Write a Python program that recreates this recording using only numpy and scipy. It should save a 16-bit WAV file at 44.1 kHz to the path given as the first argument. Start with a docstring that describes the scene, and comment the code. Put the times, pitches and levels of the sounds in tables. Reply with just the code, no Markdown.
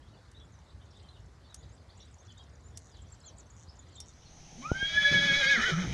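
"""In a quiet paddock with far traffic (shaped noise), sparrows and a finch sing gliding sines and buzzing clicks,
while an electric fence sparks four times at a steady pace, each spark an impulse through resonances.
As the paddock fades, a hiss and rumble come in and a horse whinnies close to a microphone: a low fold vibration
and a high whistle, two oscillators whose sum and difference tones mix in the throat.
Breath thumps on the microphone; the neigh turns rough and ends in low grunts, slapping folds and rasping air."""
import sys
import numpy as np
from scipy import signal
from scipy.fft import rfft, irfft, next_fast_len
from scipy.io import wavfile
from scipy.ndimage import uniform_filter1d, map_coordinates

SR = 44100
rng = np.random.default_rng(int(sys.argv[2]) if len(sys.argv) > 2 else 0)


def log_audio(samples):
    """Write samples as a 16-bit WAV file to the path given in sys.argv[1]."""
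    # one column per channel
    frames = np.atleast_2d(samples).T
    # limit to full scale, then quantise
    limited = np.clip(frames, -1, 1)
    pcm = np.round(limited * 32767).astype(np.int16)
    wavfile.write(sys.argv[1], SR, pcm)


N = 261909
T = np.arange(N) / SR  # time in seconds


def amp(db):
    """Level law: decibels to an amplitude ratio."""
    return 10 ** (np.asarray(db) / 20)


def unit(x):
    """Normalisation to an rms of 1."""
    return x / np.sqrt(np.mean(x ** 2) + 1e-20)


def curves(rows):
    """Linear interpolation: one value per sample for each column after the time."""
    s, *columns = np.transpose(rows)
    return [np.interp(T, s, column) for column in columns]


def during(rows):
    """Gating: 1 while a table lasts, with soft edges."""
    inside = (T > rows[0][0]) & (T < rows[-1][0])
    return uniform_filter1d(1. * inside, size=600)


def wobble(rate):
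    """Band-limited random modulation: a smooth curve through rate random knots a second."""
    coarse = T[::16]
    knots = rng.standard_normal(int(N * rate / SR) + 4)
    return np.interp(T, coarse, map_coordinates(knots, [coarse * rate]))


def filtered(x, response):
    """Linear filtering: the spectrum of x times a complex response of frequency."""
    m = next_fast_len(N + SR // 2)
    return irfft(rfft(x, m) * response(np.fft.rfftfreq(m, 1 / SR)), m)[..., :N]


def resonances(modes):
    """Modal superposition: causal resonances of (Hz, width in Hz, dB) with alternating signs."""
    def response(f):
        total = 0
        for k, (centre, width, db) in enumerate(modes):
            damping = 1j * f * width
            total = total + (-1) ** k * amp(db) * damping / (centre * centre - f * f + damping)
        return total
    return response


def rush(spectrum, patchy_db):
    """Turbulence noise: coloured noise of rms 1 whose gain varies in random time-frequency patches."""
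    z = signal.stft(rng.standard_normal(N), nperseg=512)[2]
    across_bands = uniform_filter1d(rng.standard_normal(z.shape), size=6, axis=0)
    patches = uniform_filter1d(across_bands, size=12, axis=1)
    x = signal.istft(z * amp(patchy_db * unit(patches)), nperseg=512)[1][:N]
    f, db = np.transpose(spectrum)
    return unit(filtered(x, lambda hz: amp(np.interp(np.log(hz + 1), np.log(f + 1), db))))


def echoes(x, t60, wet_db):
    """Diffuse reverberation: x plus a noise tail that falls 60 dB in t60 seconds."""
    t = T[:SR // 3]
    tail = amp(-60 * t / t60) * rng.standard_normal(len(t))
    return x + amp(wet_db) * signal.fftconvolve(x, tail / np.linalg.norm(tail))[:N]


def dull(x, hz, floor_db):
    """Treble shelving: a steep step down above hz to floor_db, then a steep cut above 12.8 kHz."""
    return filtered(x, lambda f: amp(floor_db) / (1 + (f / 12800) ** 30) + 1 / (1 + (f / hz) ** 24))


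# The paddock fading away. Each row: time in seconds, level in dB.
YARD_LEVEL = [(0, -54), (4.1, -53), (4.5, -60), (4.8, -75)]
# Spectrum of the paddock. Each row: frequency in Hz, relative density in dB.
YARD_COLOUR = [(12, -40), (30, -36), (55, 1), (85, 1), (200, -15), (400, -20), (1100, -24), (2000, -29.5),
               (2650, -36.5), (4000, -35), (7200, -39), (9300, -46.5), (11500, -52), (13000, -74),
               (15800, -71)]
# Hiss fading in with the horse. Each row: time in seconds, level in dB.
HISS_LEVEL = [(4.1, -68), (4.4, -57.5), (4.8, -51), (5.94, -49)]
# Spectrum of the hiss. Each row: frequency in Hz, relative density in dB.
HISS_COLOUR = [(150, -25), (300, -25), (800, -5), (1100, -21.5), (2750, -16), (4800, -18), (6200, -5.5),
               (6800, -15.5), (7300, -29.5), (9300, -30.5), (13400, -51.5), (13800, -65)]
# Spectrum of the rumble. Each row: frequency in Hz, relative density in dB.
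RUMBLE_COLOUR = [(12, -1.5), (40, -2), (110, -6.5), (200, -120)]


def background():
    """Shaped noise with slowly changing level: far traffic and leaves, then rumble and equally strong hiss."""
    yard = amp(curves(YARD_LEVEL)[0] + wobble(0.35)) * rush(YARD_COLOUR, patchy_db=2)
    hiss = rush(HISS_COLOUR, patchy_db=1.5)
    rumble = rush(RUMBLE_COLOUR, patchy_db=2.0)
    return yard + amp(curves(HISS_LEVEL)[0]) * during(HISS_LEVEL) * (hiss + rumble)


def song(notes, arch, flutter_db, warble):
    """Frequency modulation: each note is a sine that glides on an arch, with a fast warble."""
    out, shake = np.zeros(N), 1 + warble * wobble(130)
    for s, length, middle, glide, db in notes:
        u = np.linspace(-1, 1, int(length * SR))
        start = round(s * SR)
        at = slice(start, start + len(u))
        hz = (middle * (1 - arch * u ** 2) + glide / 2 * u) * shake[at]
        swell = np.sqrt(1 - u ** 2)
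        out[at] += amp(db) * swell * np.sin(2 * np.pi * np.cumsum(hz) / SR)
    return out * amp(flutter_db * wobble(120))


def chatter(near, count, low_hz, high_hz, length, sweep, db):
    """Random point process: far birds' notes bunch up around the near bird's notes."""
    a, b = rng.random((count, 3)), rng.standard_normal((count, 3))
    hz = low_hz + (high_hz - low_hz) * a[:, 1]
    neighbour = (a[:, 0] * len(near)).astype(int)
    s = np.abs(np.array(near)[neighbour, 0] + .07 * b[:, 2])
    return np.c_[s, length * (.5 + a[:, 2]), hz, hz * sweep * b[:, 0], db + 2.5 * b[:, 1]]


# Runs of finch ticks. Each row: start in seconds, length in seconds, mean relative level in dB.
TWITTER_RUNS = [(0.853, .45, -73), (2.32, .27, -65), (2.968, .26, -68), (3.766, .2, -68)]
TICK_GAP_S, TICK_S = .058, .009
TICK_HZ, TICK_GLIDE_HZ = 6500, -2400  # mean pitch, steep fall


def ticks():
    """Periodic repetition: evenly spaced falling notes whose pitch and level scatter."""
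    notes = []
    for s, length, db in TWITTER_RUNS:
        for t in np.arange(s, s + length, TICK_GAP_S):
            hz = TICK_HZ * (1 + 0.054 * rng.standard_normal())
            notes.append((t, TICK_S, hz, TICK_GLIDE_HZ, db + 2 * rng.standard_normal()))
    return notes


# Finch buzzes. Each row: start in seconds, length in seconds, mean relative level in dB.
BUZZES = [(2.795, 0.13, -66.5), (3.559, 0.092, -62.5), (4.06, 0.05, -62)]
# Resonances of the beak. Each row: frequency in Hz, width in Hz, level in dB.
BEAK = [(6040, 710, -8.5), (6850, 120, -3), (7650, 500, -17)]
BUZZ_PER_S = 160  # mean click rate


def buzzes():
    """Source and filter: fast, slightly irregular click trains excite the beak's resonances."""
    clicks = np.zeros(N)
    for s, length, db in BUZZES:
        t = np.arange(0, length, 1 / BUZZ_PER_S)
        swell = np.sin(0.48 + 2.36 * t / length)
        at = ((s + t + .0008 * rng.standard_normal(len(t))) * SR).astype(int)
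        # 40 dB makes up for the little energy of a one-sample click
        clicks[at] = swell * amp(db + 40.0 + 3.8 * rng.standard_normal(len(t)))
    return filtered(clicks, lambda f: resonances(BEAK)(f) * np.exp(-((f - 6800) / 1800) ** 4))


# Near sparrow chirps. Each row: start in seconds, length in seconds, middle in Hz, glide in Hz,
# relative level in dB.
SPARROWS = [(.135, 0.044, 4200, -1400, -75), (.345, 0.048, 3930, 500, -58), (.4, 0.025, 3450, -300, -58),
            (.66, 0.042, 3900, 302, -69), (.905, 0.018, 5200, -1600, -66), (.94, 0.045, 3710, -200, -62.5),
            (1.02, 0.044, 3230, 300, -66), (1.085, .016, 4260, -400, -57),
            (1.13, 0.045, 3595, -1100, -61.5), (1.435, 0.067, 4400, -900, -69),
            (1.49, 0.049, 3840, -600, -61), (1.625, 0.022, 3760, 800, -65),
            (1.89, 0.026, 4300, 1798, -63.5), (1.99, 0.053, 3770, 800, -61.5), (2.005, 0.012, 5680, 0, -59),
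            (2.278, 0.038, 3350, -400, -57.5), (2.37, 0.024, 3810, 300, -57),
            (2.39, 0.032, 3320, -50, -59.5), (2.91, 0.068, 4480, -2200, -63.5),
            (2.975, .03, 3330, -300, -65), (3.234, 0.027, 4210, 500, -56.5),
            (3.25, .051, 3320, -500, -59.5), (3.275, 0.026, 3930, -250, -61.5),
            (3.669, 0.042, 4530, 598, -65), (3.681, 0.028, 5220, 600, -55),
            (3.924, 0.055, 4100, -1100, -60), (3.96, 0.047, 3620, 304, -56.5),
            (4.004, 0.014, 5420, 200, -51.5), (4.24, .05, 4310, -900, -64)]
# Near finch notes. Each row: start in seconds, length in seconds, middle in Hz, glide in Hz,
# relative level in dB.
FINCH = [(.53, .035, 6170, -500, -70), (1.555, .067, 6800, 1100, -68), (1.71, 0.051, 7600, 2200, -73),
         (1.97, 0.012, 7500, 1200, -68), (2.142, 0.0047, 6600, 2400, -60), (2.2, 0.023, 6470, -100, -63),
         (2.262, .013, 6160, -2300, -62.5), (2.635, 0.055, 7160, 505, -67), (2.753, 0.02, 5630, 900, -64),
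         (3.018, 0.013, 7600, 600, -63), (3.12, 0.014, 7500, 300, -56.5),
         (3.252, 0.054, 6630, -2300, -56.5), (3.382, 0.0071, 7620, -2500, -56.5),
         (3.397, .014, 6900, -2500, -58), (3.5, .011, 7050, -2200, -61.5), (3.79, 0.012, 6970, -400, -52.5),
         (3.953, 0.02, 7430, -1100, -58)]
SPARROW_ARCH, FINCH_ARCH = 0.0847, 0.037  # share by which the arch lowers a note's ends


def birds():
    """Superposition: near and far notes of each species share one reverberant tail."""
    far = chatter(SPARROWS, count=300, low_hz=2900, high_hz=5000, length=.022, sweep=.24, db=-74)
    twitter = chatter(FINCH, count=80, low_hz=5700, high_hz=7700, length=.009, sweep=.16, db=-71)
    chirps = song(np.r_[SPARROWS, far], SPARROW_ARCH, flutter_db=3, warble=.025)
    notes = song(np.r_[FINCH, ticks(), twitter], FINCH_ARCH, flutter_db=2, warble=.008)
    sparrows = echoes(chirps, t60=.2, wet_db=-2)
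    finch = echoes(notes + buzzes(), t60=.1, wet_db=-10)
    return amp(0.5) * sparrows + amp(5) * finch


# Relative level of each spark, in dB.
SPARK_DB = [-52, -34, -32.5, -33]
# Direct snap, then ground, posts and wall. Each row: delay in seconds, relative level in dB.
SPARK_ECHOES = [(0, 2), (.0014, 5), (.003, -13), (0.018, -11)]
# Resonances of the snap. Each row: frequency in Hz, width in Hz, level in dB.
SNAP = [(3460, 6400, -17.5), (5600, 1600, 0), (8400, 5200, -6), (11200, 1800, -17)]
SPARK_S, SPARK_GAP_S = .315, 1.2292  # first spark, spacing


def fence():
    """Impulse response: each spark is one snap with close reflections."""
    snaps = np.zeros(N)
    for k, db in enumerate(SPARK_DB):
        for lag, echo_db in SPARK_ECHOES:
            at = round((SPARK_S + k * SPARK_GAP_S + lag) * SR)
            snaps[at] += amp(db + echo_db + 12.5)
    return echoes(filtered(snaps, resonances(SNAP)), t60=0.035, wet_db=-1.5)


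def pushes(events, length):
    """Pressure pulses: smooth single humps of the given length in seconds."""
    return sum(amp(db) * np.exp(-((T - s) / length) ** 2) for s, db in events)


# Air puffs on the microphone. Each row: time in seconds, level in dB.
THUMPS = [(4.7171, -14), (4.828, -29)]


def thumps():
    """Damped oscillation: a puff dents the diaphragm, which swings back at 72 Hz and settles."""
    out = -pushes(THUMPS, .0005)
    for s, db in THUMPS:
        u = np.maximum(T - s, 0)
        out += amp(db) * np.sin(2 * np.pi * 72 * u) * np.exp(-u / .0045)
    return out


# Exhaled air sweeping the microphone. Each row: start in seconds, starting level in dB.
BLOWS = [(5.11, -31.5), (5.839, -33)]
# Spectrum of the buffeting. Each row: frequency in Hz, relative density in dB.
AIR_COLOUR = [(20, -14), (50, -20), (150, 8), (240, -2.5), (450, -12.5), (1000, -25.5), (2000, -120)]
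BLOW_FADE_DB_PER_S, DRAUGHT_DB = 71, -2  # fall of a blow; draught relative to the hiss
FLAP_S, FLAP_GAP_S, FLAP_DB = 5.8795, .0161, -24  # slack folds slap shut: first slap, spacing, level


def breath():
    """Flow noise and high-pass response: air buffets the microphone, which cuts the slaps' lowest bass."""
    cut = lambda f: (1j * f / (45 + 1j * f)) ** 2
    blows = sum(amp(db - BLOW_FADE_DB_PER_S * (T - s)) * (T > s) for s, db in BLOWS)
    draught = amp(curves(HISS_LEVEL)[0] + DRAUGHT_DB) * during(HISS_LEVEL)
    air = uniform_filter1d(blows, size=200) + draught
    buffet = air * amp(1.5 * wobble(30)) * rush(AIR_COLOUR, patchy_db=2.5)
    flaps = [(FLAP_S + k * FLAP_GAP_S, FLAP_DB) for k in range(4)]
    return filtered(pushes(flaps, 0.0022), cut) + thumps() + buffet


# Resonances of the mouth. Each row: frequency in Hz, width in Hz, level in dB.
MOUTH = [(1430, 340, -8.5), (1992, 320, -2.5), (2350, 450, -2.5), (3100, 180, 0), (3420, 800, -9),
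         (3885, 130, -2.5), (4730, 2600, -21), (5550, 200, -7.5), (6340, 350, -10.5)]


def rasp(low):
    """Modulated turbulence: air bursts once a fold cycle and excites the mouth, at rms 1."""
    puffs = rng.standard_normal(N) * (1 + 0.5 * np.cos(low)) * amp(2.1 * wobble(40))
    return unit(filtered(puffs, resonances(MOUTH)))


# Full closures of the folds. Each row: middle in seconds, length in seconds, level in dB.
GRUNTS = [(4.602, 0.048, -43.5), (5.591, 0.028, -32.5), (5.734, 0.031, -28.5), (5.801, .09, -27.5)]
# Overtones of the low voice. Each row: multiple of the low pitch, relative level in dB.
LOW_OVERTONES = [(2, -1), (3, -11)]
FOLD_DB, FOLD_OVER_DB = -22, -9.5  # low fundamental and overtones relative to the rasp
GRUNT_OVER_DB = -25  # overtones of a grunt relative to its fundamental


def folds(low, loose, flow_db):
    """Harmonic series: where the folds close fully, the low fundamental booms as a grunt."""
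    grunt = sum(amp(db) * np.exp(-(2 * (T - s) / length) ** 4) for s, length, db in GRUNTS)
    over = amp(flow_db + FOLD_OVER_DB) + amp(GRUNT_OVER_DB) * grunt
    out = (grunt + amp(flow_db + FOLD_DB)) * np.sin(low)
    for k, db in LOW_OVERTONES:
        out += over * amp(db + 3.7 * wobble(45)) * np.sin(k * loose)
    return out


def tone(phase, rough):
    """Amplitude modulation: each tone flutters alone, more deeply with roughness."""
    return np.sqrt(2) * amp((2.5 + 4.4 * rough) * wobble(50)) * np.sin(phase)


# Instants at which the voice catches. Each row: time in seconds, depth in dB, width in seconds.
CATCHES = [(5.032, 21, 0.014), (5.097, 9, 0.0082), (5.2, 7.5, 0.0094), (5.27, 5, 0.0046),
           (5.361, 13, 0.0072), (5.394, 12, 0.011), (5.488, 9, 0.0065)]
QUAVER_DB = 0.5  # overtone swell on a crest of the quaver, at its widest


def whistle(high, high_db, overtone_db, quaver, rough):
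    """Two-partial tone: a fundamental that catches for instants, and its octave."""
    catch_db = sum(db * np.exp(-((T - s) / width) ** 2) for s, db, width in CATCHES)
    fundamental = amp(-catch_db) * tone(high, rough)
    octave = amp(overtone_db + QUAVER_DB * quaver) * tone(2 * high, rough)
    return amp(high_db) * (fundamental + octave)


# Tones born where both voices mix. Each row: multiple of the high pitch, multiple of the low pitch,
# relative level in dB.
MIXED = [(1, -1, -13), (1, 1, -10.5), (1, 2, 5.5), (1, 3, -3.5), (2, -1, -14.5), (2, 1, -5), (2, 2, -2.5),
         (2, 3, -12.5), (2, 4, -10), (2, 5, -11), (3, 0, -10.5), (3, 1, -20), (3, 2, -27), (3, 3, -16.5),
         (3, 4, -20)]
LOCK_S, LOCK_RISE_S = 4.74, 0.027  # the two voices begin to mix
MIX_DB = -4.5  # mixed tones relative to the rasp


def mixed_tones(high, loose, flow_db, rough):
    """Intermodulation: sum and difference tones sink with roughness, the higher multiples most."""
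    total = 0
    for a, b, db in MIXED:
        level_db = flow_db + MIX_DB + db - 8.2 * a * rough ** 2 + 2.2 * wobble(25)
        phase = a * high + b * loose + .2 * a * wobble(150)
        total = total + amp(level_db) * tone(phase, rough)
    return np.clip((T - LOCK_S) / LOCK_RISE_S, 0, 1) * total


# Band missing from the whinny: frequency in Hz, width in Hz.
NOTCH_BAND = (2724, 190)


def notch(f):
    """Band-stop filtering: a deep notch near 2.7 kHz."""
    hz, width = NOTCH_BAND
    return 1 - .97 * np.exp(-((f - hz) / width) ** 4)


# High voice. Each row: time in seconds, pitch in Hz before the quaver, level in dB,
# overtone relative to the fundamental in dB, roughness from 0 to 1.
HIGH = [(4.625, 1039, -53.5, -22, 0.31), (4.66, 1243, -40.5, -11, 0.07), (4.745, 1546, -44, -21, 0.19),
        (4.785, 1585, -44, 0, 0), (4.83, 1617, -34.5, -1.5, 0), (4.92, 1663, -48, 0.5, 0.01),
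        (4.98, 1694, -29.5, -6.5, 0.22), (5.3, 1677, -31, -2.5, .15), (5.55, 1638, -28, -12, 0.19),
        (5.575, 1343, -40, -26, 0.53), (5.62, 1289, -39, -1, 0.59), (5.675, 1565, -31, -8, .4),
        (5.715, 1325, -37, -20, .62), (5.87, 1291, -53, -18, .75)]
# Low voice. Each row: time in seconds, mean pitch in Hz.
LOW = [(4.55, 185.3), (4.63, 269.8), (4.77, 300.3), (4.88, 317.5), (5.15, 285.1), (5.41, 283.2),
       (5.445, 242.8), (5.48, 274.4), (5.54, 271.6), (5.58, 220.9), (5.69, 220.4), (5.74, 148.4),
       (5.79, 180.5), (5.83, 187.3), (5.87, 138.7)]
# Air flow through the throat. Each row: time in seconds, level of its rasp in dB.
FLOW = [(4.59, -73), (4.62, -60), (4.8, -55), (4.92, -46), (5.12, -39), (5.5, -37.5), (5.71, -36),
        (5.75, -46), (5.81, -41.5), (5.86, -48.5), (5.94, -44.5)]
# the held whistle quavers ever wider until it breaks
QUAVER_FROM_S, QUAVER_TO_S, QUAVER_CREST_S = 4.832, 5.55, 5.25
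QUAVER_PER_S, QUAVER_HZ = 7.8, 44.3  # rate; pitch swing at the break


def whinny():
    """Biphonation: two vocal oscillators, their sum and difference tones, and turbulent air."""
    high_hz, high_db, overtone_db, rough = curves(HIGH)
    low_hz, flow_db = curves(LOW)[0], curves(FLOW)[0]
    grows = np.clip((T - QUAVER_FROM_S) / (QUAVER_TO_S - QUAVER_FROM_S), 0, 1) * (T < QUAVER_TO_S)
    quaver = grows ** 1.42 * np.cos(2 * np.pi * QUAVER_PER_S * (T - QUAVER_CREST_S))
    jitter = 0.00284 * wobble(60) + (0.011 * rough + 0.255 * rough ** 4) * wobble(250)
    high = 2 * np.pi * np.cumsum((high_hz + QUAVER_HZ * quaver) * (1 + jitter)) / SR
    low = 2 * np.pi * np.cumsum(low_hz * (1 + 0.013 * wobble(60))) / SR
    # in the rough part the mixed tones and low overtones lose their lock and spread into noise
    loose = low + 2.06 * rough ** 2 * wobble(400)
    upper = whistle(high, high_db, overtone_db, quaver, rough)
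    upper += mixed_tones(high, loose, flow_db, rough)
    voice = during(HIGH) * upper + during(LOW) * folds(low, loose, flow_db)
    voice += amp(flow_db) * during(FLOW) * rasp(low)
    return filtered(echoes(voice, t60=0.21, wet_db=-9), notch)


def scene():
    """Superposition: every source summed, alike in both channels."""
    paddock = background() + birds() + dull(fence(), 11100, floor_db=-8.5)
    horse = breath() + dull(whinny(), 6780, floor_db=-13)
    mono = paddock + horse
    return np.array([mono, mono])


TOP_HZ = 15700


def record(dry):
    """Band limiting: nothing is kept above the top frequency."""
    return filtered(dry, lambda hz: hz < TOP_HZ)


dry = scene()
out = record(dry)
log_audio(out)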